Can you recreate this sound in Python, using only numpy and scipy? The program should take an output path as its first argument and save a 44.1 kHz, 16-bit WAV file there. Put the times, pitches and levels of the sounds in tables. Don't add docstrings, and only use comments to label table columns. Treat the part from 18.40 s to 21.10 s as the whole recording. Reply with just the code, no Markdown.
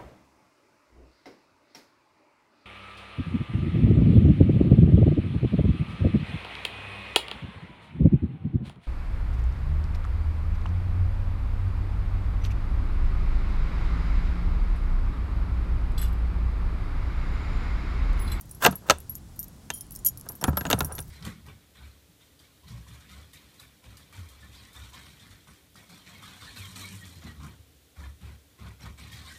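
import sys
import numpy as np
from scipy import signal
from scipy.io import wavfile
from scipy.ndimage import uniform_filter1d

SR = 44100
rng = np.random.default_rng(int(sys.argv[2]) if len(sys.argv) > 2 else 0)


def unload_audio(sound):
    columns = np.transpose(np.atleast_2d(sound))
    steps = np.round(np.clip(columns, -1, 1) * 32767)
    wavfile.write(sys.argv[1], SR, steps.astype(np.int16))


def invert_db(level):
    return 10 ** (np.asarray(level, dtype=float) / 20)


N = 119070

# mode_hz, level_db, t60_s
LATCH_MODES = [(419, -6.5, .02), (562, -2.5, 0.011), (714, -5.5, 0.023), (957, -2.5, 0.015),
               (1304.5, -3.5, 0.015), (1611, -7.5, 0.02)]
# mode_hz, level_db, t60_s
PADLOCK_MODES = [(1950, -7, 0.0041), (2790, -3, 0.0072), (3543, -5, .008), (4360, -7.5, 0.0034),
                 (6300, -4, 0.0023), (7980, -5, 0.00147)]


def decay(t, t60):
    return (t >= 0) * np.exp(-np.log(1000) * np.maximum(t, 0) / max(t60, 1e-3))


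def resonate(x, hz, t60):
    radius = np.exp(-np.log(1000) / (max(t60, 1e-3) * SR))
    angle = 2 * np.pi * hz / SR
    gain = np.sin(angle) * 2 * np.sqrt(1 - radius)
    return signal.lfilter([gain], [1, -2 * radius * np.cos(angle), radius * radius], x)


def high_pass(x, hz, order):
    return signal.sosfilt(signal.butter(order, hz, "high", fs=SR, output="sos"), x)


def walk(rate):
    k = int(SR / rate)
    steps = np.repeat(rng.standard_normal(N // k + 1), k)
    wander = uniform_filter1d(uniform_filter1d(steps, k), k)[:N]
    return wander / wander.std()


def bursts(t, times, dbs, t60):
    return sum(invert_db(db) * decay(t - start, t60) for start, db in zip(times, dbs))


def ramps(t, rows):
    env = 0
    for start, length, db_from, db_to in rows:
        progress = np.clip((t - start) / length, 0, 1)
        active = (t > start) * (t < start + length)
        env = env + active * invert_db(db_from + (db_to - db_from) * progress)
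    return env


def white():
    return rng.standard_normal(N)


def grit():
    contacts = rng.random(N) < 5000 / SR
    g = contacts * invert_db(2.5 * rng.exponential(size=N)) * white()
    return g / g.std()


def body(modes, env, source):
    total = sum(invert_db(db) * resonate(env * source(), hz, t60) for hz, db, t60 in modes)
    return total / np.sqrt(len(modes))


def keys(t):
    # start_s, tick_db, small_key_db, flat_key_db, long_key_db
    key_clinks = [(0.0107, -21, -41.5, -65, -44), (0.0937, -34.5, -48, -59, -57),
                  (0.1116, -26.5, -32.5, -57, -52), (0.1476, -36, -42, -47, -64),
                  (0.3107, -19, -38.5, -41.5, -55), (0.355, -24, -36, -32.5, -50),
                  (0.5052, -19, -38, -53, -31), (0.603, -24.5, -48, -48, -51),
                  (0.6954, -35, -30.5, -30, -43), (0.7535, -15.5, -45, -36.5, -36),
                  (0.784, -49, -68, -70, -66.5), (0.9607, -49, -50.5, -61.5, -46),
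                  (0.9917, -19.5, -32, -48, -25), (1.029, -18, -39, -70, -33.5),
                  (1.3039, -22.5, -60, -42.5, -53.5), (1.3375, -26, -43, -59, -35),
                  (1.4089, -12, -32, -52, -38.5), (1.5192, -26.5, -38, -44.5, -50.5),
                  (1.5609, -15, -36, -59.5, -60.5),
                  (1.5899, -30.5, -40.5, -57, -55), (1.6484, -10.5, -53, -20, -15.5),
                   (1.6619, -8, -24, -17, -12.5), (1.6861, -27, -36, -28, -27),
                   (1.6984, -30, -44.5, -50.5, -44), (1.7739, -18, -36, -44, -41),
                   (1.8884, -12, -28.5, -32.5, -36.5), (1.92, -23.5, -58, -56, -43),
                   (1.9525, -37, -43, -65, -39.5), (2.0123, -19.5, -34, -39.5, -40.5),
                   (2.0402, -3, -51, -46, -47), (2.074, -21, -56, -63, -43.5), (2.17, -14, -34, -24, -28),
                   (2.3016, -2, -37.5, -30.5, -22), (2.389, -19.5, -24, -35, -35.5),
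                   (2.4465, -21.5, -22, -74, -29.5), (2.5222, -24, -27, -64, -53.5),
                   (2.5519, -22.5, -36, -34, -50.5), (2.582, -24, -48, -58.5, -51),
                   (2.602, -24, -29.5, -45, -42)]
    # start_s, level_db
    light_ticks = [(0.0558, -35), (0.2502, -2), (0.2613, 0), (0.4983, 1), (0.5214, -23), (0.5846, -24.5),
                   (0.7478, -30), (1.0424, -21), (1.0819, -27), (1.164, -41.5), (1.468, -38),
                   (1.5085, -24.5), (1.5426, -28.5), (1.5516, -18.5), (1.5722, -28.5), (1.7973, -24),
                   (1.8114, -22.5), (1.86, -34), (2.0262, -32), (2.055, -32), (2.0874, -29), (2.095, -31),
                   (2.312, -14), (2.3292, -9), (2.4065, -8), (2.421, -22), (2.43, -20), (2.4791, -34),
                   (2.5895, -18), (2.626, -32)]
    # mode_hz, level_db, t60_s
    small_key = [(9900, -1, .03), (9945, -17, .13), (9530, -7, .02), (10200, -8, .015), (5700, -10, .025)]
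    # mode_hz, level_db, t60_s
    flat_key = [(11552, 0, .12), (15460, -14, .05)]
    # mode_hz, level_db, t60_s
    long_key = [(13030, -2, .07), (13160, -6, .03), (12880, -12, .04), (6896, -20, .05)]
    # start_s, length_s, level_db
    buzzes = [(1.335, 0.0532, -50), (1.66, 0.03, -32), (2.07, 0.026, -48.5)]

    clinks, light = np.array(key_clinks), np.array(light_ticks)
    last = np.maximum(np.searchsorted(clinks[:, 0], t) - 1, 0)
    last_light = np.maximum(np.searchsorted(light[:, 0], t) - 1, 0)
    since = t - clinks[last, 0]
    attack = np.minimum(np.abs(since) / .0008, 1)
    tick_t60_s = .0045
    taps = bursts(t, light[:, 0], light[:, 1], tick_t60_s)
    soft_taps = np.minimum(taps, invert_db(-20))
    buzz = sum((t > start) * (t < start + length) * invert_db(db) for start, length, db in buzzes)

    out = 0
    for column, modes in enumerate((small_key, flat_key, long_key), start=2):
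        for j, (hz, db, t60) in enumerate(modes):
            level_chance, pitch_chance, fade_chance = rng.standard_normal((3, len(clinks)))[:, last]
            scatter_db = 4 * level_chance * (j > 0)
            size = invert_db(clinks[last, column] + db + scatter_db + 2.2 * walk(150))
            fade = decay(since * np.exp(.15 * fade_chance), t60) * attack
            out = out + size * fade * np.sin(2 * np.pi * hz * (1 + 0.0025 * pitch_chance) * since)
            light_chance = rng.standard_normal(len(light))[last_light]
            tap = soft_taps * invert_db(db - 24 + 7 * light_chance) * white()
            out = out + resonate(tap, hz, t60 / 4)
            out = out + resonate(buzz * invert_db(db) * grit(), hz, t60 / 2)

    hits = taps + bursts(t, clinks[:, 0], clinks[:, 1], tick_t60_s)
    tick = hits * invert_db(-10) * white()
    ring = invert_db(clinks[last, 2:].max(axis=1) - 14) * decay(since, .07)
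    chatter = np.diff((ring + buzz / 5) * grit(), prepend=0)
    return high_pass(out + high_pass(tick + chatter, 6000, 3), 2900, 4)


def knocks(t):
    # start_s, latch_db, thud_db, crack_db
    padlock_knocks = [(0.2502, -5.5, -24.5, -11), (0.2613, -12, -32, -15), (0.264, -9, -31, -14),
                      (0.283, -37, -19, -53), (0.325, -36, -36, -44), (0.488, -26, -40, -40),
                      (0.4985, -8, -38, -9.5), (0.5065, -13, -30, -12), (1.3028, -30, -40, -22),
                      (1.864, -38.5, -44, -55.5), (1.897, -35.5, -48, -57),
                      (2.014, -31, -55, -46), (2.026, -29, -31, -46), (2.0405, -15.5, -25.5, -21),
                   (2.080, -14, -12, -46), (2.1305, -33, -24, -47), (2.173, -20, -29, -29),
                   (2.21, -27, -27.5, -34), (2.253, -20, -33, -30), (2.268, -42, -25.5, -40),
                   (2.3015, -19, -50, -24.5), (2.312, -16, -27.5, -21), (2.3295, -14.5, -12, -17),
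                   (2.382, -31, -25, -54), (2.4062, -18, -22.5, -24), (2.444, -47, -30, -51),
                   (2.514, -31.5, -44.5, -54), (2.582, -36, -31.5, -37), (2.59, -36, -40, -38)]
    # mode_hz, level_db, t60_s
    door_modes = [(55, -10.5, 0.14), (75.04, 3, 0.38), (112.2, -2, 0.13), (145, 0.5, 0.18), (186, -2, 0.16),
                  (257.6, -2, 0.05)]

    start, latch_db, thud_db, crack_db = np.array(padlock_knocks).T
    rattle_t60_s, tail_t60_s, tail_db = .049, .22, -28
    rattle = bursts(t, start, latch_db, rattle_t60_s)
    rattle = rattle + bursts(t, start, latch_db + tail_db, tail_t60_s)
    crack = bursts(t, start, crack_db + 2.5, rattle_t60_s * .59)
    crack = crack + bursts(t, start, crack_db + tail_db, tail_t60_s)
    crack = crack + bursts(t, start, crack_db + 12, .0021)
    push = bursts(t, start, thud_db + 5, .036)
    lock = uniform_filter1d(body(PADLOCK_MODES, crack, white), size=3)
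    return body(LATCH_MODES, rattle, white) + lock + body(door_modes, push, white)


def pings(t):
    # start_s, pitch_hz, level_db, t60_s
    metal_rings = [(.2615, 12100, -11, .028), (2.040, 10700, -30, .08), (1.305, 3176, -47, .35),
                   (1.662, 3176, -42, .09), (2.302, 10750, -36, .12), (2.59, 10700, -44, .08),
                   (2.345, 8850, -50, .15), (2.093, 14700, -32, .02), (2.446, 12200, -34, .04),
                   (2.613, 13100, -40, .03), (2.407, 12600, -26, .015), (.754, 6900, -42, .04),
                   (1.03, 6900, -48, .06), (1.337, 6900, -46, .15), (1.59, 7000, -50, .06),
                   (1.662, 6896, -28, .1), (2.075, 6950, -44, .09), (2.266, 6800, -36, .03),
                   (2.552, 6900, -52, .1), (1.41, 5350, -48, .06), (1.555, 5350, -52, .1),
                   (2.175, 5300, -46, .1), (2.015, 5550, -40, .04), (.992, 5700, -36, .04),
                   (1.338, 9930, -37, .25), (2.626, 6000, -44, .015), (2.585, 6200, -40, .015)]
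    # start_s, pitch_hz, level_db, t60_s
    clacks = [(.4985, 1310, -6, .04), (.499, 6190, -12, .012), (.5, 4380, -18, .015),
              (.5055, 2790, -13, .015), (.2505, 3600, -14, .012), (.2505, 6900, -16, .008),
              (.264, 900, -10, .03), (1.303, 1750, -23, .02), (1.303, 953, -28, .03),
              (2.04, 7490, -12, .008), (2.0405, 3240, -22, .015), (2.173, 3450, -26, .015),
              (2.173, 1350, -26, .04), (2.21, 1600, -32, .03), (2.253, 1450, -26, .03),
              (2.302, 1310, -20, .06), (2.312, 2780, -18, .015), (2.3295, 3740, -10, .014),
              (2.4065, 1400, -15, .03), (2.4065, 3720, -22, .012), (2.59, 2900, -38, .02)]
    out = 0
    for start, hz, db, t60 in metal_rings + clacks:
        size = invert_db(db + 3 * walk(200))
        out = out + size * decay(t - start, t60) * np.sin(2 * np.pi * hz * (t - start))
    return out


def scrape(t):
    # start_s, length_s, start_db, end_db
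    scrapes = [
        (.205, 0.014, -46, -35),
        (.222, 0.027, -24, -16),
        (.465, .033, -50, -40),
    ]
    env = ramps(t, scrapes)
    hiss = invert_db(-11) * np.diff(env * grit(), prepend=0)
    rasp = invert_db(-11) * resonate(env * grit(), 1700, .02)
    metal = body(LATCH_MODES[2:], env, grit) + body(PADLOCK_MODES, env * invert_db(-6), grit)
    return metal + hiss + rasp


def rub(t):
    # start_s, length_s, start_db, end_db
    rubs = [(.3, .07, -44, -52), (.42, .07, -56, -44), (1.84, .13, -57, -54), (2.02, 0.38, -44.5, -49.5),
            (2.35, .27, -40.5, -49.5)]
    return body(LATCH_MODES, ramps(t, rubs) * invert_db(3 * walk(60)), grit)


def rustle(t):
    # start_s, length_s, start_db, end_db
    rustles = [(2.04, .06, -62, -60), (2.17, .13, -56, -57), (2.33, .11, -56, -58), (2.445, .045, -49, -60),
               (2.52, .18, -60, -64)]
    return np.diff(ramps(t, rustles) * invert_db(3 * walk(90)) * grit(), prepend=0)


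def air(t):
    # band_hz, density_db (per Hz)
    spectrum = [(15, -31), (25, 6.5), (170, -4), (500, -23), (988, -25), (2400, -34), (5500, -32.5),
                (11900, -35), (16000, -47.5)]
    band_hz, density_db = np.array(spectrum).T
    swell_db = 6 * np.exp(-((t - 1.72) / .2) ** 2)
    gust_db = 3 * walk(3.17)
    out = 0
    for hz in 28 * 2 ** np.arange(0, 9.3, .4):
        band = signal.butter(2, [hz / 1.15, hz * 1.15], "band", fs=SR, output="sos")
        gustiness = min(1, 113 / hz) ** 4
        motion_db = (swell_db + gust_db - .5 * walk(14)) * gustiness
        db = np.interp(np.log(hz), np.log(band_hz), density_db) + motion_db
        out = out + invert_db(db) * signal.sosfilt(band, white())
    return out * invert_db(-45) / out.std()


def scene():
    t = np.arange(N) / SR
    return (keys(t) + knocks(t) + pings(t) + scrape(t) + rub(t) + rustle(t) + air(t))[None]


def low_pass(x):
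    return signal.sosfilt(signal.butter(12, 17150, fs=SR, output="sos"), x)


def record(dry):
    rounded = np.tanh(high_pass(dry, 45, 2))
    top_cut = signal.ellip(6, .5, 60, 15900, fs=SR, output="sos")
    mix = signal.sosfilt(top_cut, rounded)
    return low_pass(mix)


dry = scene()
out = record(dry)
unload_audio(out)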